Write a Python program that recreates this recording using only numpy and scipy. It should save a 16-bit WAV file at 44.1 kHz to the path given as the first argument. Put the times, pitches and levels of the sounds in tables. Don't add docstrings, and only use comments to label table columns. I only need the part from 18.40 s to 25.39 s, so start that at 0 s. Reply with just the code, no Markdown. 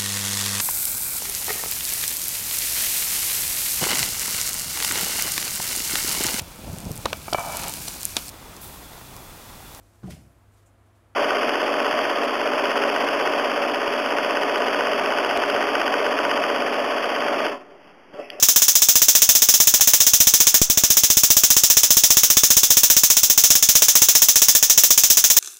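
import sys
import numpy as np
from scipy import signal
from scipy.fft import rfft, irfft, next_fast_len
from scipy.io import wavfile

SR = 44100
rng = np.random.default_rng(int(sys.argv[2]) if len(sys.argv) > 2 else 0)


def store_pcm(level_fs):
    pcm = np.round(np.clip(level_fs, -1, 1) * 32767).astype(np.int16)
    wavfile.write(sys.argv[1], SR, np.atleast_2d(pcm).T)


N = 308259
TAIL = SR // 3


def amp(db):
    return 10 ** (np.asarray(db) / 20)


def along(points, hz):
    point_hz, values = np.transpose(points)
    return np.interp(np.log(hz + 1), np.log(point_hz + 1), values)


def filtered(x, response):
    size = next_fast_len(N + SR)
    return irfft(rfft(x, size) * response(np.fft.rfftfreq(size, 1 / SR)), size)[:N]


def superpose(start_s, sounds):
    track = np.zeros(N + 2 * TAIL)
    for start, sound in zip(start_s, sounds):
        track[round(start * SR) + TAIL:][:len(sound)] += sound
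    return track


# frequency_hz, level_db
CRACK_SPECTRUM = [(60, -28.5), (480, -22), (900, -24.5), (2100, -23), (3450, -10.5), (4450, -17.5),
                  (5200, -7), (6260, -1), (7400, -6), (8200, -11), (11500, -7.5), (13800, -1.5), (15500, 4),
                  (16500, -11)]


def crack(band, size=1024):
    hz = np.fft.rfftfreq(size, 1 / SR)
    cepstrum = irfft(np.log(band(hz) * amp(along(CRACK_SPECTRUM, hz)) + 1e-4), size)
    causal = np.r_[cepstrum[:1], 2 * cepstrum[1:size // 2], np.zeros(size // 2)]
    pulse = irfft(np.exp(rfft(causal)), size)
    return pulse / np.abs(signal.hilbert(pulse)).max()


def near_scatter(count, rise_s=0.00053, t60_s=0.018):
    t = np.arange(TAIL) / SR
    return rng.standard_normal((count, TAIL)) * amp(-60 * t / t60_s) * (1 - np.exp(-(t / rise_s) ** 2))


# pitch_hz, level_db, t60_s
BENCH_MODES = [(259.7, -22.5, 0.078), (656, -13.5, 0.13)]
# pitch_hz, level_db, t60_s
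CASE_MODES = [(1798.0, -15.0, 0.17), (3510.0, -8.0, 0.17), (4070.0, -14.0, 0.17), (4727.0, -12.0, 0.17),
              (4985.0, -9.0, 0.17), (5050.0, -9.0, 0.17), (5329.0, -6.0, 0.17), (5652.0, -3.0, 0.17),
              (5879.0, 0.0, 0.17), (6180.0, 0.0, 0.17), (6761.0, -2.0, 0.17), (7149.0, -3.0, 0.17),
              (7235.0, -4.0, 0.17), (7569.0, -6.0, 0.17), (7881.0, -8.0, 0.17), (8086.0, -9.0, 0.17),
              (8796.0, -13.0, 0.17), (10034.0, -12.0, 0.17), (10907.0, -13.0, 0.17), (11262.0, -13.0, 0.17),
              (11779.0, -12.0, 0.17), (13404.0, -11.0, 0.17), (13501.0, -11.0, 0.17), (13997.0, -8.0, 0.17),
              (14255.0, -3.0, 0.17), (14750.0, -6.0, 0.17), (15095.0, -5.0, 0.17), (15547.0, 0.0, 0.17)]


def ringing(count, spread_db=5.5, rise_s=0.0012):
    pitch_hz, level_db, t60_s = np.transpose(BENCH_MODES + CASE_MODES)[..., None]
    t = np.arange(TAIL) / SR
    phase_turns = rng.random(pitch_hz.shape)
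    modes = amp(level_db - 60 * t / t60_s) * np.sin(2 * np.pi * (pitch_hz * t + phase_turns))
    strengths = amp(spread_db * rng.standard_normal((count, len(pitch_hz))))
    return strengths @ modes * (1 - np.exp(-t / rise_s))


# delay_ms, mid_db, treble_db
PART_ECHOES = [(3.898, -13.5, -4.5), (4.5, -5.5, -13), (6.318, -5, -7), (7.42, -3.5, -19),
               (8.043, -9.5, -8), (9.4, 1.5, -14), (10.3, -4, -16), (12.61, -12, 0), (13.62, -3.5, -16),
               (16.3, -6, -11), (17.58, -8, -10), (22.66, -11, -21), (26.7, -16, -23), (29.7, -12, -28),
               (39.6, -23, -31)]


def arrivals(direct_ms=0.7, round_trip_ms=8.05, clutter_count=30):
    trips = np.arange(5)
    flutter_ms = direct_ms + round_trip_ms * trips
    flutter_db = np.vstack((-15.5, -8, -16)) - np.outer((2.3, 1.7, 1.5), trips ** 2)
    part_ms, mid_db, treble_db = np.transpose(PART_ECHOES)
    part_db = [np.full(len(part_ms), -np.inf), mid_db, treble_db]
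    position = (np.arange(clutter_count) + rng.random(clutter_count)) / clutter_count
    clutter_ms = 1.4 + (42 - 1.4) * position ** 1.3
    clutter_db = np.vstack((-31, -10.5, -9)) - np.outer((0.6, 0.24, 0.14), clutter_ms)
    clutter_db += rng.normal(0, 2.4, (3, clutter_count))
    return np.r_[flutter_ms, part_ms, clutter_ms], *np.hstack([flutter_db, part_db, clutter_db])


# frequency_hz, t60_s
ROOM_DECAY = [(300, 0.056), (1400, 0.17), (3700, 0.19), (6300, 0.21), (9700, 0.16), (15500, 0.13)]


def reverberation(count, rise_s=0.009):
    hz, t, spectra = signal.stft(rng.standard_normal((count, TAIL)), SR, nperseg=128)
    decay = amp(-60 * t / along(ROOM_DECAY, hz)[:, None])
    tails = signal.istft(spectra * decay, SR, nperseg=128)[1][:, :TAIL]
    return tails * (1 - np.exp(-np.arange(TAIL) / SR / rise_s))


def scattered_field(noise, fresh_share=0.4, cutoff_hz=225):
    field = np.sqrt(1 - fresh_share) * noise[0] + np.sqrt(fresh_share) * noise[1:]
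    return signal.sosfilt(signal.butter(2, cutoff_hz, "high", fs=SR, output="sos"), field)


# start_s, crack_db, kick_db
BREAKDOWNS = [(-.039, -13, -25), (0.0255, -9.5, -20.5), (0.0852, -9.5, -30), (0.1602, -10, -24),
              (.219, -10, -30), (0.2811, -10, -40), (.353, -9.5, -36), (0.4191, -9.5, -34),
              (0.486, -8.5, -20), (0.5549, -10, -19), (.6177, -10.5, -25), (0.6834, -8.5, -29),
              (.751, -9, -34), (.819, -8.5, -34), (0.8897, -8, -20), (.9512, -9.5, -31),
              (1.0194, -9.5, -30), (1.0871, -9.5, -23), (1.139, -10.5, -30), (1.2014, -9.5, -17),
              (1.2715, -9.5, -22), (1.3389, -10, -22), (1.4088, -9, -23), (1.4733, -10, -22),
              (1.5347, -9.5, -22), (1.6032, -8.5, -20), (1.666, -10, -22), (1.7346, -9, -22),
              (1.8027, -9, -15.5), (1.87, -8.5, -16), (1.9376, -9, -18), (2.002, -9.5, -21),
              (2.0687, -9, -19), (2.142, -9, -22), (2.2156, -13, -3.5), (2.2987, -12.5, -12.5),
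              (2.3734, -12.5, -14), (2.436, -11.5, -11.5), (2.5026, -10.5, -13), (2.569, -10.5, -18.5),
              (2.635, -10, -16), (2.7013, -10, -17), (2.7696, -10, -12.5), (2.8341, -10.5, -17),
              (2.903, -10, -14.5), (2.967, -10, -15), (3.0352, -9.5, -18), (3.103, -9.5, -15),
              (3.166, -9.5, -15), (3.235, -8.5, -18), (3.3, -9.5, -19), (3.3687, -8.5, -16),
              (3.4327, -10, -25), (3.5048, -8.5, -25), (3.5685, -9, -15), (3.6358, -8.5, -22),
              (3.704, -9, -15), (3.769, -8.5, -13), (3.8333, -10, -19), (3.9013, -10.5, -22),
              (3.9689, -9.5, -13.5), (4.0341, -8.5, -15), (4.1034, -8.5, -22), (4.1674, -8.5, -16),
              (4.2323, -10, -19), (4.3038, -8.5, -16), (4.3692, -9.5, -14), (4.433, -9, -23),
              (4.5001, -8.5, -18), (4.566, -9, -19), (4.6344, -9.5, -19), (4.701, -9.5, -26),
              (4.7675, -10, -26), (4.8322, -10.5, -21), (4.8986, -10.5, -21), (4.9763, -8.5, -23),
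              (5.0371, -7.5, -21), (5.103, -8, -17), (5.1527, -11.5, -20), (5.2253, -10.1, -31),
              (5.288, -9, -20), (5.353, -7.5, -17), (5.4204, -8.5, -32), (5.4832, -9, -39),
              (5.5533, -8, -39), (5.6182, -8.5, -18), (5.6856, -8.5, -29), (5.7514, -8.5, -29),
              (5.819, -8, -31), (5.885, -8.8, -37), (5.9569, -8.5, -26), (6.018, -8.8, -39),
              (6.084, -8, -32), (6.1498, -9.5, -22), (6.2265, -9.5, -27), (6.2977, -8.5, -30),
              (6.3759, -8, -30), (6.4352, -9, -32), (6.505, -8.5, -32), (6.576, -9, -26),
              (6.6353, -9.5, -32), (6.7008, -7.5, -26), (6.7704, -9, -27), (6.8397, -9, -46),
              (6.9007, -10, -37), (6.9668, -8, -41)]


def sparks(wander_db=2, wander_ms=0.012, bass_edge_hz=2500, treble_edge_hz=9500):
    start_s, crack_db, _ = np.transpose(BREAKDOWNS)
    count = len(start_s)
    bass_shift_db, treble_shift_db = rng.normal([0, -0.6], [1.33, 1.13], (count, 2)).T
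    delay_ms, bass_db, mid_db, treble_db = arrivals()
    tails = scattered_field(reverberation(count + 1))
    near = scattered_field(near_scatter(count + 1))
    delay_jitter, level_jitter = rng.standard_normal((2, count, len(delay_ms)))
    lag = np.round((delay_ms + wander_ms * delay_jitter) * SR / 1000).astype(int)
    below = lambda hz, edge_hz: 1 / (1 + (hz / edge_hz) ** 8)
    bass = lambda hz: below(hz, bass_edge_hz)
    mid = lambda hz: below(hz, treble_edge_hz) - bass(hz)
    treble = lambda hz: 1 - below(hz, treble_edge_hz)
    bands = [(bass, bass_db, -27, -39, crack_db + bass_shift_db),
             (mid, mid_db, -13, -20.5, crack_db),
             (treble, treble_db, -11, -18, crack_db + treble_shift_db)]
    rings = amp(crack_db - 29)[:, None] * ringing(count)
    sound = superpose(start_s, rings)[TAIL:][:N]
    for band, arrival_db, near_db, tail_db, level_db in bands:
        paths = amp(near_db) * near + amp(tail_db) * tails
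        np.add.at(paths, (np.arange(count)[:, None], lag), amp(arrival_db + wander_db * level_jitter))
        train = superpose(start_s, amp(level_db)[:, None] * paths)
        pulse = crack(band)
        peak = np.argmax(np.abs(pulse))
        sound += signal.fftconvolve(train, pulse)[TAIL + peak:][:N]
    return amp(13.5) * sound


def electrical_kicks(peak_ms=1.72, sharpness=12):
    start_s, _, kick_db = np.transpose(BREAKDOWNS)
    t = np.arange(SR // 4) / SR
    progress = t * 1000 / peak_ms
    dip = -(progress * np.exp(1 - progress)) ** sharpness
    rebound = 0.2 * np.exp(-t / 0.045) * (1 - np.exp(-(t / 0.003) ** 2))
    kicks = [size * dip + size ** 3 * rebound for size in amp(kick_db)]
    return superpose(start_s, kicks)[TAIL:][:N]


def circuit_hiss(low_hz=200, high_hz=1000):
    passband = lambda hz: (1j * hz / (low_hz + 1j * hz)) ** 2 / (1 + 1j * hz / high_hz)
    return amp(-33) * filtered(rng.standard_normal(N), passband)


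# start_s, level_db
PARTIAL_DISCHARGES = [(1.398, -15)]


def tick(snap_t60_s=0.0075, knock_t60_s=0.051, knock_hz=790, cutoff_hz=6000):
    t = np.arange(SR // 20) / SR
    snap = amp(-60 * t / snap_t60_s) * rng.standard_normal(len(t))
    knock = 0.3 * amp(-60 * t / knock_t60_s) * np.sin(2 * np.pi * knock_hz * t)
    start_s, level_db = np.transpose(PARTIAL_DISCHARGES)
    sound = superpose(start_s, amp(level_db)[:, None] * (snap + knock))[TAIL:][:N]
    return filtered(sound, lambda hz: 1 / (1 + 1j * hz / cutoff_hz))


def scene():
    return (sparks() + electrical_kicks() + circuit_hiss() + tick())[None]


def record(dry, positive_limit=0.69, negative_limit=0.75, hardness=3):
    coupling_hz, top_hz, stop_hz = 0.4, 15780, 17146
    limit = np.where(dry > 0, positive_limit, negative_limit)
    saturated = dry / (1 + np.abs(dry / limit) ** hardness) ** (1 / hardness)
    coupled = filtered(saturated[0], lambda hz: 1j * hz / (coupling_hz + 1j * hz))
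    skirt = lambda hz: amp(-15 - 17 * (hz - top_hz) / (stop_hz - top_hz)) * (hz < stop_hz)
    band_limited = filtered(coupled, lambda hz: np.where(hz < top_hz, 1, skirt(hz)))
    return np.clip(band_limited, -1, 1)[None]


dry = scene()
out = record(dry)
store_pcm(out)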